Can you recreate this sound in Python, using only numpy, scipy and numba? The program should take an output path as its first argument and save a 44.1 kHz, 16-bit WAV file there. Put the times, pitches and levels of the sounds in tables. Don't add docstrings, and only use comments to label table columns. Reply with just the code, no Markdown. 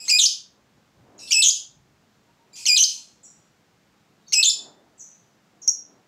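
import sys
import numpy as np
from scipy import signal
from scipy.fft import rfft, irfft
from scipy.io import wavfile
from numba import njit

SR = 44100
rng = np.random.default_rng(int(sys.argv[2]) if len(sys.argv) > 2 else 0)


def file_out(sig):
    cols = np.atleast_2d(sig).T
    lim = np.clip(cols, -1, 1)
    pcm = np.round(lim * 32767).astype(np.int16)
    wavfile.write(sys.argv[1], SR, pcm)


def natural_amplitude(level_db):
    exponent = np.asarray(level_db, float) / 20
    return 10 ** exponent


N = 267687

# t/s, length/s, leap f/Hz, held f/Hz, beak move from partial 2 to 3 level/dB
WHISTLES = [
    (0.081, .103, 2720, 2447, -4),
    (1.308, .112, 3135, 2617, 3.5),
    (2.655, .107, 3180, 2438, -3.2),
    (4.323, 0.093, 2955, 2569, 2),
]
# lead length/s, lead f/Hz, settling time/s, early level/dB, late level/dB
OPENINGS = [(.011, 2120, 0.016, -1.5, -0.5), (.009, 2360, 0.022, 0, 3), (0.0072, 2160, .034, 2.8, -1),
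            (0.0054, 2130, .026, -3.5, 1.65)]
# lead level/dB, leap level/dB, early and late fundamental level/dB, leap time/s
EFFORTS = [(-7, 1, -3, 1.5, .009), (-4, 0, -1.5, -2, .003), (-9, -1.5, -1, -0.7, .003),
           (-7.5, -1.5, -2.5, 2, .004)]
# beak move at the leap level/dB, closing upturn f/Hz, fade time/s
ENDINGS = [(0, 110, 0.017), (-3.5, 60, 0.016), (-1, 110, 0.012), (-2, 130, .012)]
WHISTLE_PARTIALS = (-2, -4.5, -3.5)
# t/s, length/s, held f/Hz, level/dB, swell before the flick level/dB
RATTLES = [
    (0.1864, .0855, 3175, -0.9, -1.76),
    (1.421, 0.095, 3260, -0.86, 0),
    (2.764, .09, 3112, -2.5, 5),
    (4.427, 0.082, 3548, -4, 6.5),
]
# fall time/s, lowest f/Hz, recovery time/s, flick level/dB, beak move 1 to 2 level/dB
DIPS = [(0.045, 3000, 0.014, 0.2, 2.5), (0.034, 3135, 0.024, -5.5, 3.4), (0.022, 2860, .026, 0, 3),
        (0.016, 3040, 0.02, -3, 3.5)]
# strike level/dB, f/Hz after the first drop, held flutter/share of pitch, partial 3 level/dB
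STRIKES = [(1.5, 3700, 0.041, 1.8), (1.5, 3640, 0.05, 0), (2.5, 3770, 0.032, 1.27), (2.5, 4000, 0.025, 0.5)]
RATTLE_PARTIALS = (1.64, 0.66, -2.5)
# t/s, f/Hz, effort level/dB, flutter/share of pitch
CHIRP = [
    (5.679, 6200, -5.7, 0.013),
    (5.684, 5543, -0.4, 0.0045),
    (5.694, 5758, -1.74, .005),
    (5.695, 6480, -3.5, 0.029),
    (5.699, 6510, -14.5, .02),
]
CHIRP_PARTIALS = (3.15, -13.5, -28)
CHIRP_LEAD_PARTIALS = (-21, -27, -2)
# f/Hz, level at full effort/dB
THROAT = [(2100, -22.5), (3100, -22), (3900, -12.5), (5100, -17), (6300, -13.5), (7600, -22), (9500, -39),
          (15000, -43)]
# f/Hz, level against the lower ones/dB
UPPER_PARTIALS = [(7000, -20), (9000, -23.5), (11000, -21), (13500, -28), (15500, -35)]
# t/s, level/dB
SNAPS = [(.077, -36.5), (0.186, -42.5), (1.308, -43.5), (1.419, -40.5), (2.655, -45), (2.759, -38),
         (4.32, -45), (4.416, -43)]
# delay/s, level/dB
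ECHOES = [(.0021, -22), (.0057, -18.5), (0.012, -12.5), (.017, -25.5), (0.025, -15.5)]
# f/Hz, time/s
ROOM_FALL = [(1500, 0.15), (3000, .45), (5000, 0.42), (7500, 0.37), (10000, 0.37), (14000, 0.25)]
# f/Hz, level/dB
ROOM_LEVEL = [(1500, -19.5), (3000, 6), (5000, 2.5), (7500, 4.5), (10000, 7), (14000, 9.5)]
# t/s, length/s, start f/Hz, end f/Hz, level/dB
FAR_CALLS = [(.001, .045, 2543, 2500, -24.5), (0.048, 0.03, 3580, 3100, -29.5),
             (1.19, 0.027, 2777, 2568, -31), (1.22, .05, 2622, 2712, -28), (1.273, .035, 4000, 3323, -27),
             (2.531, 0.028, 2388, 2415, -33), (2.555, .032, 3172, 2553, -29),
             (2.588, .065, 2418, 2620, -28.5), (2.784, 0.059, 3512, 2994, -32.5),
             (2.887, 0.058, 2732, 3302, -30)]
# t/s, length/s, start f/Hz, end f/Hz, level/dB
FAR_PEEPS = [(1.18, .01, 7020, 6465, -28.5), (1.186, .045, 4100, 3750, -41), (2.522, .01, 3900, 3976, -48),
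             (2.855, .025, 4150, 4350, -25.5), (3.231, .007, 8000, 6784, -26.5),
             (3.238, .008, 6784, 7700, -25), (3.232, .006, 9700, 9000, -26), (3.247, .02, 5900, 5500, -39),
             (4.235, .055, 3842, 3724, -55.5), (4.267, 0.019, 4520, 4425, -40.5),
             (4.281, .008, 6770, 5285, -24), (4.978, .014, 7400, 8010, -33), (4.982, .012, 6300, 5900, -46),
             (4.993, .009, 7300, 6250, -23), (5.005, .014, 5900, 6240, -25.5),
             (5.617, .008, 7020, 6020, -23), (5.626, .016, 5650, 5840, -28.5)]
FAR_FLUTTER = (.015, .015)
FAR_GLIDE_FLUTTER = (0.58, 0.056)
FAR_FADE = (-7.5, -3.5)
FAR_PARTIALS = [
    (-3.5, .1, 0),
    (-1.65, -13, -10),
]
# t/s, length/s, start f/Hz, end f/Hz, level/dB
DOVE = [
    (2.266, .06, 950, 930, -63.5),
    (2.387, .08, 900, 950, -62.5),
    (2.588, .04, 930, 930, -63),
    (2.68, .04, 940, 920, -65.5),
    (2.954, .07, 940, 930, -62.5),
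]
# peak t/s, rise/s, fall/s, level/dB
PASSES = [
    (.02, 0.16, .2, -63.5),
    (.55, .15, 0.46, -64),
    (1.06, 0.034, 0.34, -50),
    (3.1, 0.43, 0.34, -63.5),
    (4.65, 0.12, 0.13, -39.5),
    (5.88, 0.24, 0.18, -53.5),
]
# peak t/s, rise/s, fall/s, level/dB
PUFFS = [(.24, 0.16, .07, -71), (.74, 0.22, .1, -70.5), (1.01, .06, .08, -58.5), (1.27, .07, 0.14, -65.5),
         (1.8, 0.13, 0.14, -62), (2.33, 0.16, .1, -75.5), (2.62, 0.065, 1, -71), (3.85, 0.11, 0.081, -74),
         (4.31, 0.14, 0.67, -84), (5.66, 0.21, .06, -79), (6.07, 0.086, .1, -87)]
# f/Hz, level per Hz/dB
TRAFFIC_COLOUR = [(35, -59.5), (60, -30), (248, -4.5), (286, -2), (350, -6), (752, -8.5), (2010, -26.5),
                  (2500, -40), (3250, -65.5), (5500, -120)]
AIR_COLOUR = [(12, -47.5), (20, -27), (50, -1.5), (70, -2.5), (154, 2), (200, -19), (260, -40.5),
              (440, -120)]
HISS_COLOUR = [(59, -36.5), (100, -2), (219, 3.5), (264, -9), (326, -7), (578, -13.5), (699, -11.5),
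               (863, -10.5), (1490, -10.5), (2010, -13), (7140, -20), (9390, -30.5), (15600, -30.5)]

CLEAR_FLUTTER = .005


def near_parrot():
    no_bass = signal.butter(8, 2200, "high", fs=SR, output="sos")
    voice = signal.sosfilt(no_bass, syrinx(near_notes(), edge_s=0.00039))
    voice = voice + snaps()
    echoes = sum(natural_amplitude(db) * np.roll(voice, int(delay * SR)) for delay, db in ECHOES)
    return voice + echoes + natural_amplitude(-11.0) * room(voice, rise_s=0.014, gap_s=0.0036, stretch=0.78)


def near_notes():
    whistles = [whistle(*rows) for rows in zip(WHISTLES, OPENINGS, EFFORTS, ENDINGS)]
    rattles = [rattle(*rows) for rows in zip(RATTLES, DIPS, STRIKES)]
    start, lead_hz = CHIRP[0][0], 2142
    lead = sing([(start - 0.0026, lead_hz, -4, CLEAR_FLUTTER, 0),
                 (start + .001, lead_hz, 0, CLEAR_FLUTTER, 0)], CHIRP_LEAD_PARTIALS)
    chirp = sing([(*row, 0) for row in CHIRP], CHIRP_PARTIALS)
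    return whistles + rattles + [lead, chirp]


def whistle(main, opening, effort, ending):
    start, length, leap_hz, held_hz, beak_db = main
    lead_s, lead_hz, settle_s, early_db, late_db = opening
    lead_db, leap_db, low_early_db, low_late_db, leap_s = effort
    leap_beak_db, upturn_hz, fade_s = ending
    leap_flutter = 0.054
    lead_flutter, half_rise_hz = 2 * CLEAR_FLUTTER, 149.6 / 2
    top, end = start + lead_s + leap_s, start + length
    held, fade = top + settle_s, end - fade_s
    sag_hz = leap_hz + .7 * (held_hz - leap_hz)
    note = sing([
        (start, lead_hz - half_rise_hz, lead_db - 2.5, lead_flutter, 0),
        (start + lead_s, lead_hz + half_rise_hz, lead_db - 2.0, lead_flutter, 0),
        (top, leap_hz, leap_db, leap_flutter, leap_beak_db),
        (top + .5 * settle_s, sag_hz, leap_db, leap_flutter, leap_beak_db),
        (held, held_hz, early_db, CLEAR_FLUTTER, beak_db / 2),
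        ((held + fade) / 2, held_hz - 29, late_db, CLEAR_FLUTTER, beak_db),
        (fade, held_hz + upturn_hz * 0.4, late_db, CLEAR_FLUTTER, beak_db + 2.0),
        (end, held_hz + upturn_hz, -10.5, CLEAR_FLUTTER, beak_db),
    ], WHISTLE_PARTIALS)
    note[:, 2] += np.interp(note[:, 0], [held, fade], [low_early_db, low_late_db])
    return note


def rattle(main, dip, strike):
    start, length, held_hz, db, swell_db = main
    fall_s, dip_hz, recover_s, flick_db, beak_db = dip
    strike_db, drop_hz, flutter, third_db = strike
    strike_flutter = .075
    flick_s, flick_top_hz = 0.017, 5045
    end = start + length
    flick, low = end - flick_s, start + fall_s
    first, second, third = RATTLE_PARTIALS
    return sing([
        (start, 4250, db + strike_db, strike_flutter, 0),
        (start + .009, drop_hz, db + strike_db / 2, strike_flutter, 0),
        (low, dip_hz, db - 0.5, strike_flutter * 0.65, 0),
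        (low + recover_s, held_hz, db, flutter, beak_db),
        (flick, held_hz, db + swell_db, flutter, beak_db),
        (flick + flick_s * 0.13, 4150, flick_db - 3, strike_flutter * 0.34, 3),
        (flick + flick_s * 0.33, flick_top_hz, flick_db, strike_flutter, 0),
        (end, flick_top_hz, flick_db - 2, strike_flutter / 2, 0),
    ], (first, second, third + third_db), beak_moves=(-1, 1, 0))


def sing(rows, partials_db, beak_moves=(0, -1, 1)):
    s, *columns = np.transpose(rows)
    t = np.linspace(s[0], s[-1], 96)
    hz, effort_db, flutter, beak_db = (np.interp(t, s, column) for column in columns)
    levels = []
    for k, move in enumerate(beak_moves):
        throat_db = shape(THROAT, (k + 1) * hz)
        levels.append(effort_db + partials_db[k] + throat_db + move * beak_db)
    return np.transpose([t, hz, *levels, flutter])


def syrinx(notes, edge_s):
    out = np.zeros(N)
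    beat = 2 * np.pi * np.cumsum(270 + 60 * around(centre_hz=32.58, width_hz=40)) / SR
    flutter = 1.25 * np.sin(beat) + .8 * np.tanh(around(centre_hz=500, width_hz=350))
    throb = np.sin(beat + 1.2) + .9 * np.tanh(around(centre_hz=150, width_hz=150))
    sway_db = [4.1 * np.tanh(around(centre_hz=42.8, width_hz=30)) for _ in range(6)]
    rasp = around(centre_hz=990, width_hz=1900)
    for note in notes:
        s, *columns = np.transpose(note)
        i = np.arange(int(s[0] * SR), int(s[-1] * SR))
        hz, db1, db2, db3, depth = (np.interp(i / SR, s, column) for column in columns)
        fluttering_hz = hz * (1 + np.clip(depth, 0, .2) * flutter[i])
        turns = 2 * np.pi * np.cumsum(fluttering_hz) / SR
        loudest_db = np.maximum(np.maximum(db1, db2), db3)
        top_db = 0.91 * loudest_db + 0.17 * np.maximum(db3, -40)
        levels = [db1, db2, db3] + [top_db + shape(UPPER_PARTIALS, k * hz) for k in (4, 5, 6)]
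        rough = 2.5 * depth * rasp[i]
        tone = np.zeros(len(i))
        for k, db in enumerate(levels, start=1):
            audible = np.clip((15800 - k * hz) / 1000, 0, 1)
            grit = 1 + (k > 1) * rough
            tone += natural_amplitude(db + sway_db[k - 1][i]) * audible * grit * np.sin(k * turns)
        edge = np.clip(np.minimum(i - i[0], i[-1] - i) / (edge_s * SR), 0, 1)
        out[i] += np.sqrt(2) * tone * natural_amplitude(26 * depth * throb[i]) * edge
    return out


def snaps():
    out = np.zeros(N)
    t = np.arange(int(.03 * SR)) / SR
    for s, db in SNAPS:
        start = int(s * SR)
        out[start:start + len(t)] += natural_amplitude(db) * np.exp(-t / 0.026) * rng.standard_normal(len(t))
    return signal.sosfilt(signal.butter(2, [900, 2200], "band", fs=SR, output="sos"), out)


def room(x, rise_s, gap_s, stretch):
    t = np.arange(SR) / SR
    tail = np.zeros(SR)
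    for hz in 1400 * 2 ** np.arange(0, 3.6, .5):
        band = signal.butter(2, [hz / 2 ** .25, hz * 2 ** .25], "band", fs=SR, output="sos")
        fall = natural_amplitude(shape(ROOM_LEVEL, hz) - 60 * t / stretch / shape(ROOM_FALL, hz))
        tail += fall * signal.sosfilt(band, rng.standard_normal(SR))
    tail = tail * (1 - np.exp(-np.maximum(t - gap_s, 0) / rise_s))
    return signal.fftconvolve(x, tail / np.sqrt(np.sum(tail ** 2)))[:N]


def far_parrot():
    voice = syrinx(far_notes(), edge_s=0.0011)
    return natural_amplitude(-1.5) * voice + natural_amplitude(6.5) * room(voice, rise_s=0.0031, gap_s=0.0019, stretch=1.3)


def far_notes():
    notes = []
    kinds = zip((FAR_CALLS, FAR_PEEPS), FAR_FLUTTER, FAR_GLIDE_FLUTTER, FAR_FADE, FAR_PARTIALS)
    for rows, flutter, glide, fade_db, partials_db in kinds:
        for s, length, start_hz, end_hz, db in rows:
            rough = flutter + glide * abs(np.log(end_hz / start_hz))
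            glide_rows = [(s, start_hz, db, rough, 0), (s + length, end_hz, db + fade_db, rough, 0)]
            notes.append(sing(glide_rows, partials_db))
    return notes


def dove():
    out = np.zeros(N)
    for s, length, start_hz, end_hz, db in DOVE:
        u = np.arange(int(length * SR)) / (length * SR)
        turns = 2 * np.pi * np.cumsum(start_hz + (end_hz - start_hz) * u) / SR
        start = int(s * SR)
        out[start:start + len(u)] += natural_amplitude(db) * np.sin(np.pi * u) ** 0.55 * np.sin(turns)
    return out


def background(calls):
    loud = follower(calls, 1 / (0.0036 * SR), 1 / (0.1 * SR))
    duck_db = -6 * loud / (loud + natural_amplitude(-26))
    return traffic(duck_db) + moving_air() + hiss(duck_db)


def traffic(duck_db):
    flicker_db = 1.5 * around(centre_hz=3.5, width_hz=6.9)
    return coloured(TRAFFIC_COLOUR) * swells(PASSES, floor_db=-63) * natural_amplitude(duck_db - 7.0 + flicker_db)


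def moving_air():
    flicker_db = 2.7 * around(centre_hz=6.6, width_hz=6)
    return coloured(AIR_COLOUR) * swells(PUFFS, floor_db=-87) * natural_amplitude(0.6 + flicker_db)


def hiss(duck_db):
    return coloured(HISS_COLOUR) * natural_amplitude(-63.5 + .5 * duck_db)


def swells(rows, floor_db):
    t = np.arange(N) / SR
    level = natural_amplitude(floor_db)
    for peak, rise, fall, db in rows:
        level = level + natural_amplitude(db - 10 * np.abs(t - peak) / np.where(t < peak, rise, fall))
    return level


def shape(points, hz):
    f, v = np.transpose(points)
    return np.interp(np.log(np.maximum(hz, 1)), np.log(f), v)


def unit(x):
    return x / np.sqrt(np.mean(x ** 2))


def coloured(points):
    colour = natural_amplitude(shape(points, np.fft.rfftfreq(N, 1 / SR)))
    return unit(irfft(rfft(rng.standard_normal(N)) * colour, N))


def around(centre_hz, width_hz):
    hz = np.fft.rfftfreq(N, 1 / SR)
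    bell = np.exp(-.5 * ((hz - centre_hz) / width_hz) ** 2)
    return unit(irfft(rfft(rng.standard_normal(N)) * bell, N))


@njit
def follower(x, attack, release):
    level, out = 0., np.empty(len(x))
    for i in range(len(x)):
        size = abs(x[i])
        level += (size - level) * (attack if size > level else release)
        out[i] = level
    return out


def scene():
    near = natural_amplitude(2.0) * near_parrot()
    return (near + far_parrot() + dove() + background(near))[None]


def roll_off(x):
    return signal.sosfilt(signal.butter(12, 15760, fs=SR, output="sos"), x)


def record(dry):
    ahead = int(.005 * SR)
    loud = np.roll(follower(dry[0], 1 / (0.0013 * SR), 1 / (.06 * SR)), -ahead)
    limited = dry * np.minimum(natural_amplitude(-11.0) / (loud + 1e-9), 1) ** 0.78
    rumble_band = signal.butter(2, [25, 90], "band", fs=SR, output="sos")
    mix = limited + 0.0065 * signal.sosfilt(rumble_band, limited ** 2)
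    treble_limit = signal.ellip(8, .2, 60, 15650, fs=SR, output="sos")
    mix = signal.sosfilt(treble_limit, mix)
    return roll_off(mix)


dry = scene()
out = record(dry)
file_out(out)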